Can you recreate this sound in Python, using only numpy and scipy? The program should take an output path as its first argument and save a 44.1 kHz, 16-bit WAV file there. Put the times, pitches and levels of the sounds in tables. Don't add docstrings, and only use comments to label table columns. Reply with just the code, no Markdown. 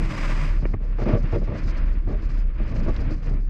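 import sys
import numpy as np
from scipy import signal
from scipy.fft import rfft, irfft, next_fast_len
from scipy.io import wavfile

SR = 44100
rng = np.random.default_rng(int(sys.argv[2]) if len(sys.argv) > 2 else 0)


def wrap_up_sound(samples):
    columns = np.atleast_2d(samples).T
    tamed = np.clip(columns, -1, 1)
    steps = np.round(tamed * 32767).astype(np.int16)
    wavfile.write(sys.argv[1], SR, steps)


N = 153909
T = np.arange(N) / SR


def from_db(db):
    return 10 ** (np.asarray(db) / 20)


def rms_one(x):
    return x / np.sqrt(np.mean(x ** 2) + 1e-20)


def in_time(rows):
    times, *columns = np.transpose(rows)
    return [np.interp(T, times, column) for column in columns]


def drift(rate_hz):
    step = 40
    r = np.exp(-2 * np.pi * step * rate_hz / SR)
    slow = signal.lfilter([1], [1, -2 * r, r * r], rng.standard_normal(N // step + 2002))[2000:]
    return np.interp(np.arange(N) / step, np.arange(len(slow)), rms_one(slow))


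def coloured(x, points):
    hz, db = np.transpose(points)
    size = next_fast_len(N + 8192)
    f = np.maximum(np.arange(size // 2 + 1) * SR / size, 1)
    octaves_outside = np.maximum(np.log2(hz[0] / f), 0) + np.maximum(np.log2(f / hz[-1]), 0)
    gain = from_db(np.interp(np.log(f), np.log(hz), db) - 30 * octaves_outside)
    return rms_one(irfft(rfft(x, size) * gain, size)[:N])


def resonance(x, hz, width_hz):
    r = np.exp(-np.pi * width_hz / SR)
    feedback = [1, -2 * r * np.cos(2 * np.pi * hz / SR), r * r]
    return signal.lfilter(np.array([1, 0, -1]) * (1 - r * r) / 2, feedback, x + 1e-18)


def patter(per_s, spread_db):
    sizes = from_db(spread_db * np.minimum(rng.exponential(1, N), 4)) * rng.choice([-1, 1], N)
    return rms_one(sizes * (rng.random(N) < per_s / SR))


def hum(rows, waver_hz):
    hz, db = in_time(rows)
    phase = 2 * np.pi * np.cumsum(hz + waver_hz * drift(18)) / SR
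    return np.sqrt(2) * from_db(db) * np.sin(phase)


def buffeting():
    # time_s, level_db
    gust_levels = [(0, -31.5), (.4, -36), (.64, -35.5), (.79, -41.5), (.92, -40), (1.2, -30.5), (1.41, -35),
                   (1.52, -34), (2.04, -39), (2.3, -35.5), (2.52, -44), (2.8, -30), (2.96, -35.5),
                   (3.12, -31.5), (3.21, -37.5), (3.34, -29.5), (3.45, -41.5)]
    rumble_levels = [(0, -31), (.35, -50), (.52, -23), (.9, -36.5), (1.15, -33.5), (1.45, -34), (1.85, -25),
                     (2.1, -28), (2.5, -29), (2.76, -24.5), (2.98, -23.5), (3.13, -29), (3.22, -36),
                     (3.36, -27), (3.49, -35.5)]
    # pitch_hz, gain_db
    gust_colour = [(50, -8.5), (80, 0), (105, 0.5), (150, -1.5), (220, -6), (330, -11.5), (420, -20.5),
                   (800, -29.5)]
    rumble_colour = [(18, -1.5), (38, 0), (50, 2), (66, -8), (90, -9), (140, -37.5)]
    (gust_db,), (rumble_db,) = in_time(gust_levels), in_time(rumble_levels)
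    gusts = from_db(gust_db + 2.0 * drift(18)) * coloured(rng.standard_normal(N), gust_colour)
    return gusts + from_db(rumble_db) * coloured(rng.standard_normal(N), rumble_colour)


def shudder():
    # time_s, pitch_hz
    pitches = [(0.0, 30.5), (0.4, 31), (0.56, 34), (2.54, 33.0), (2.67, 27), (3.01, 26), (3.15, 32.5)]
    # time_s, level_db
    levels = [(0.0, -19.5), (0.06, -19), (0.14, -35), (0.21, -21.5), (0.64, -19), (0.69, -23.5),
              (1.05, -23), (1.13, -24), (1.17, -23), (1.44, -21), (1.56, -32.5), (1.63, -21), (1.95, -20.5),
              (2.1, -23), (2.49, -21), (2.535, -30), (2.62, -18.5), (2.69, -33), (2.75, -22.5), (2.93, -21),
              (3.06, -27.5), (3.15, -19.5), (3.21, -25), (3.37, -18), (3.49, -21.5)]
    wander_hz, rough_db, octave_db = 0.26, 1.3, -23.5
    (hz,), (db,) = in_time(pitches), in_time(levels)
    phase = 2 * np.pi * np.cumsum(hz + wander_hz * drift(8.6)) / SR
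    sway = np.cos(phase) + from_db(octave_db) * np.cos(2 * phase)
    return np.sqrt(2) * from_db(db + rough_db * drift(16)) * sway


def air_tone():
    # time_s, pitch_hz, level_db
    tone = [(0, 335, -39.5), (.4, 317.3, -52.5), (.7, 316, -70)]
    return hum(tone, waver_hz=6)


def engine():
    # time_s, pitch_hz, level_db
    note = [(0, 151.1, -33), (.2, 159.2, -41), (.4, 149.8, -39), (.44, 143, -25.5), (.475, 142, -36),
            (.56, 140.1, -44), (.75, 139, -59)]
    return hum(note, waver_hz=4.3)


def air():
    # time_s, level_db
    levels = [(0, -43.5), (.13, -37), (.33, -36), (.46, -36.5), (.505, -43.5), (.57, -48.5), (.68, -89),
              (.85, -72.5), (3.49, -75.5)]
    # pitch_hz, gain_db
    colour = [(250, -7.5), (325, -4), (450, -18), (560, -2.5), (780, -14.5), (1000, -5.5), (1420, -9.5),
              (2400, -8), (2950, -18), (3900, -23), (5900, -26.5), (8700, -34), (9700, -45), (13000, -46)]
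    flutter_db = 1.8
    db, = in_time(levels)
    flow = rng.standard_normal(N) + patter(per_s=7000, spread_db=3)
    return from_db(db + flutter_db * drift(26)) * coloured(flow, colour)


def spray():
    # time_s, level_db
    levels = [(.48, -47.5), (.62, -46.5), (.8, -57), (1.02, -44.5), (1.13, -39), (1.21, -46.5),
              (1.35, -42.5), (1.41, -51), (1.6, -42), (1.76, -44), (1.89, -44.5), (2.04, -57.5),
              (2.12, -50), (2.41, -44.5), (2.45, -53), (2.53, -53), (2.6, -47), (2.78, -43), (2.93, -45),
              (3.12, -43), (3.19, -55.5), (3.28, -45), (3.37, -50.5), (3.44, -60)]
    # time_s, gain_db
    sizzle_gains = [(1.3, -22), (1.65, -18), (1.95, -22.5), (2.45, -21.5), (2.85, -20)]
    # pitch_hz, gain_db
    water_colour = [(250, -5.5), (323, 6), (404, -15), (470, -0.5), (650, -4.5), (780, -15), (980, -6.5),
                    (1750, -8), (2450, -10.5), (2950, -18), (3900, -27), (4900, -31), (5410, -45),
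                    (6800, -69.5), (12000, -74.5)]
    sizzle_colour = [(3000, -6), (4200, 11.5), (6500, 4.5), (8500, -10), (9500, -22.5), (13000, -22)]
    flutter_db, sizzle_flutter_db = 2, 7
    (db,), (sizzle_db,) = in_time(levels), in_time(sizzle_gains)
    mist = from_db(-4) * rng.standard_normal(N)
    drops = from_db(-9) * patter(per_s=3600, spread_db=3)
    flicker = from_db(sizzle_db + sizzle_flutter_db * np.clip(drift(17), -2, 1))
    sizzle = flicker * coloured(patter(per_s=4400, spread_db=-0.5), sizzle_colour)
    water = from_db(flutter_db * drift(17)) * coloured(mist + drops, water_colour)
    return from_db(db) * (water + sizzle)


def housing(rush):
    # pitch_hz, width_hz, gain_db
    rings = [(1165, 29, -8), (3600, 20, -14.5), (4520, 38, -3), (4950, 47, 9), (6000, 64, -9.5)]
    return rush + sum(from_db(db) * resonance(rush, hz, width) for hz, width, db in rings)


def drop_hits():
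    # start_s, peak_db, lowest_hz, highest_hz
    drops = [(0.6526, -29, 200, 2570), (0.6543, -19, 180, 2460), (.662, -34, 200, 2480),
             (0.737, -31, 200, 2350), (0.7408, -20.5, 59, 2370), (0.7451, -22.5, 60, 1260),
             (2.9638, -31, 3460, 4940)]
    # pitch_hz, width_hz, gain_db
    knock = [(320, 110, 26), (530, 98, 0), (890, 160, 5), (1780, 620, 2.5)]
    spatter_db, spatter_fade_s = -20, 0.0023
    out, size = np.zeros(N), 2048
    for start_s, db, low_hz, high_hz in drops:
        hit = from_db(spatter_db) * rng.standard_normal(size) * np.exp(-T[:size] / spatter_fade_s)
        hit[0] -= 1
        hit = hit + sum(from_db(gain_db) * resonance(hit, hz, width) for hz, width, gain_db in knock)
        hit = signal.sosfilt(signal.butter(10, high_hz, fs=SR, output="sos"), hit)
        hit = signal.sosfilt(signal.butter(4, low_hz, "high", fs=SR, output="sos"), hit)
        start = int(start_s * SR)
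        out[start:start + size] += from_db(db) * hit / np.abs(hit).max()
    return out


def thumps():
    # start_s, level_db, pitch_hz
    knocks = [(0.74, -18.5, 94.6), (1.136, -12, 110), (1.33, -14, 102), (1.484, -21, 107),
              (2.074, -28, 289), (2.29, -26.5, 133.5), (2.873, -20, 118), (3.115, -23, 312)]
    ring_s = 0.12
    out = np.zeros(N)
    for start_s, db, hz in knocks:
        age = np.maximum(T - start_s, 0)
        out += from_db(db - 60 * np.minimum(age / ring_s, 5)) * np.sin(2 * np.pi * hz * age)
    return out


def waves_on_floats():
    # start_s, length_s, level_db, extra_bass_db
    waves = [(0, 0.016, -33.5, 0), (0.619, 0.012, -31, 8), (0.801, 0.053, -40.5, 1.5),
             (0.983, 0.022, -25, -9.5), (1.011, 0.023, -23.5, -5.5), (1.055, 0.032, -20.5, 0),
             (1.085, 0.042, -22.5, -5), (1.126, 0.027, -23, 3), (1.159, 0.014, -30.5, -5),
             (1.325, 0.019, -21.5, -4.5), (1.349, 0.012, -23, -3), (1.413, 0.013, -28.5, -4),
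             (1.472, 0.084, -28.5, -2), (2.07, 0.036, -29.5, -1), (2.109, 0.046, -33, 0),
             (2.596, 0.015, -35, 2.5), (2.706, 0.1, -36, 3), (2.857, 0.014, -27, -1.5),
             (2.876, 0.023, -23, -3.5), (2.966, 0.057, -35, 2), (3.099, 0.012, -36, 6),
             (3.264, 0.064, -39.5, 2)]
    # pitch_hz, width_hz, gain_db
    rings = [(103.3, 27.3, 8.5), (155, 26, 8), (212.4, 22.4, 7), (272.7, 26, 2.5), (336, 22, 0.5),
             (399, 16, 3), (471, 23.2, 1), (571, 29.2, 2), (637, 70, -6), (1135, 50, -10)]
    # pitch_hz, gain_db
    splash_colour = [(80, 12.5), (250, 6), (600, -5.5), (800, 0.5), (1300, -9), (2400, -14), (3000, -23.5),
                     (6000, -35), (10000, -74.5)]
    rise_s, fade_s, bass_under_hz = 0.0013, 0.0093, 300
    first_slap_db, splash_db = 21.5, -10
    slaps = patter(per_s=2200, spread_db=1.5)
    force, bass_force, splash_swell = np.zeros((3, N))
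    for start_s, length_s, db, extra_bass_db in waves:
        age = T - start_s
        swell = np.clip(age / rise_s, 0, 1) * np.exp(-np.maximum(age - length_s, 0) / fade_s)
        push = swell * slaps
        push[int((start_s + rise_s) * SR)] += from_db(first_slap_db)
        force += from_db(db) * push
        bass_force += from_db(db + extra_bass_db) * push
        splash_swell += from_db(db) * swell
    drum = np.zeros(N)
    for k, (hz, width, db) in enumerate(rings):
        drive = bass_force if hz < bass_under_hz else force
        drum += (-1) ** k * from_db(db) * resonance(drive, hz, width)
    drum = signal.sosfilt(signal.butter(2, 2000, fs=SR, output="sos"), drum)
    ring_power = sum(from_db(2 * db) * np.pi * width / SR for hz, width, db in rings)
    splash = from_db(splash_db) * splash_swell * coloured(slaps, splash_colour)
    return drum / np.sqrt(ring_power) + splash


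def scene():
    rush = housing(air() + spray())
    hums = engine() + air_tone()
    return (rush + drop_hits() + waves_on_floats() + thumps() + buffeting() + shudder() + hums)[None]


def record(dry):
    cutoff_hz = 14500
    return signal.sosfilt(signal.cheby2(12, 70, cutoff_hz, fs=SR, output="sos"), dry)


dry = scene()
out = record(dry)
wrap_up_sound(out)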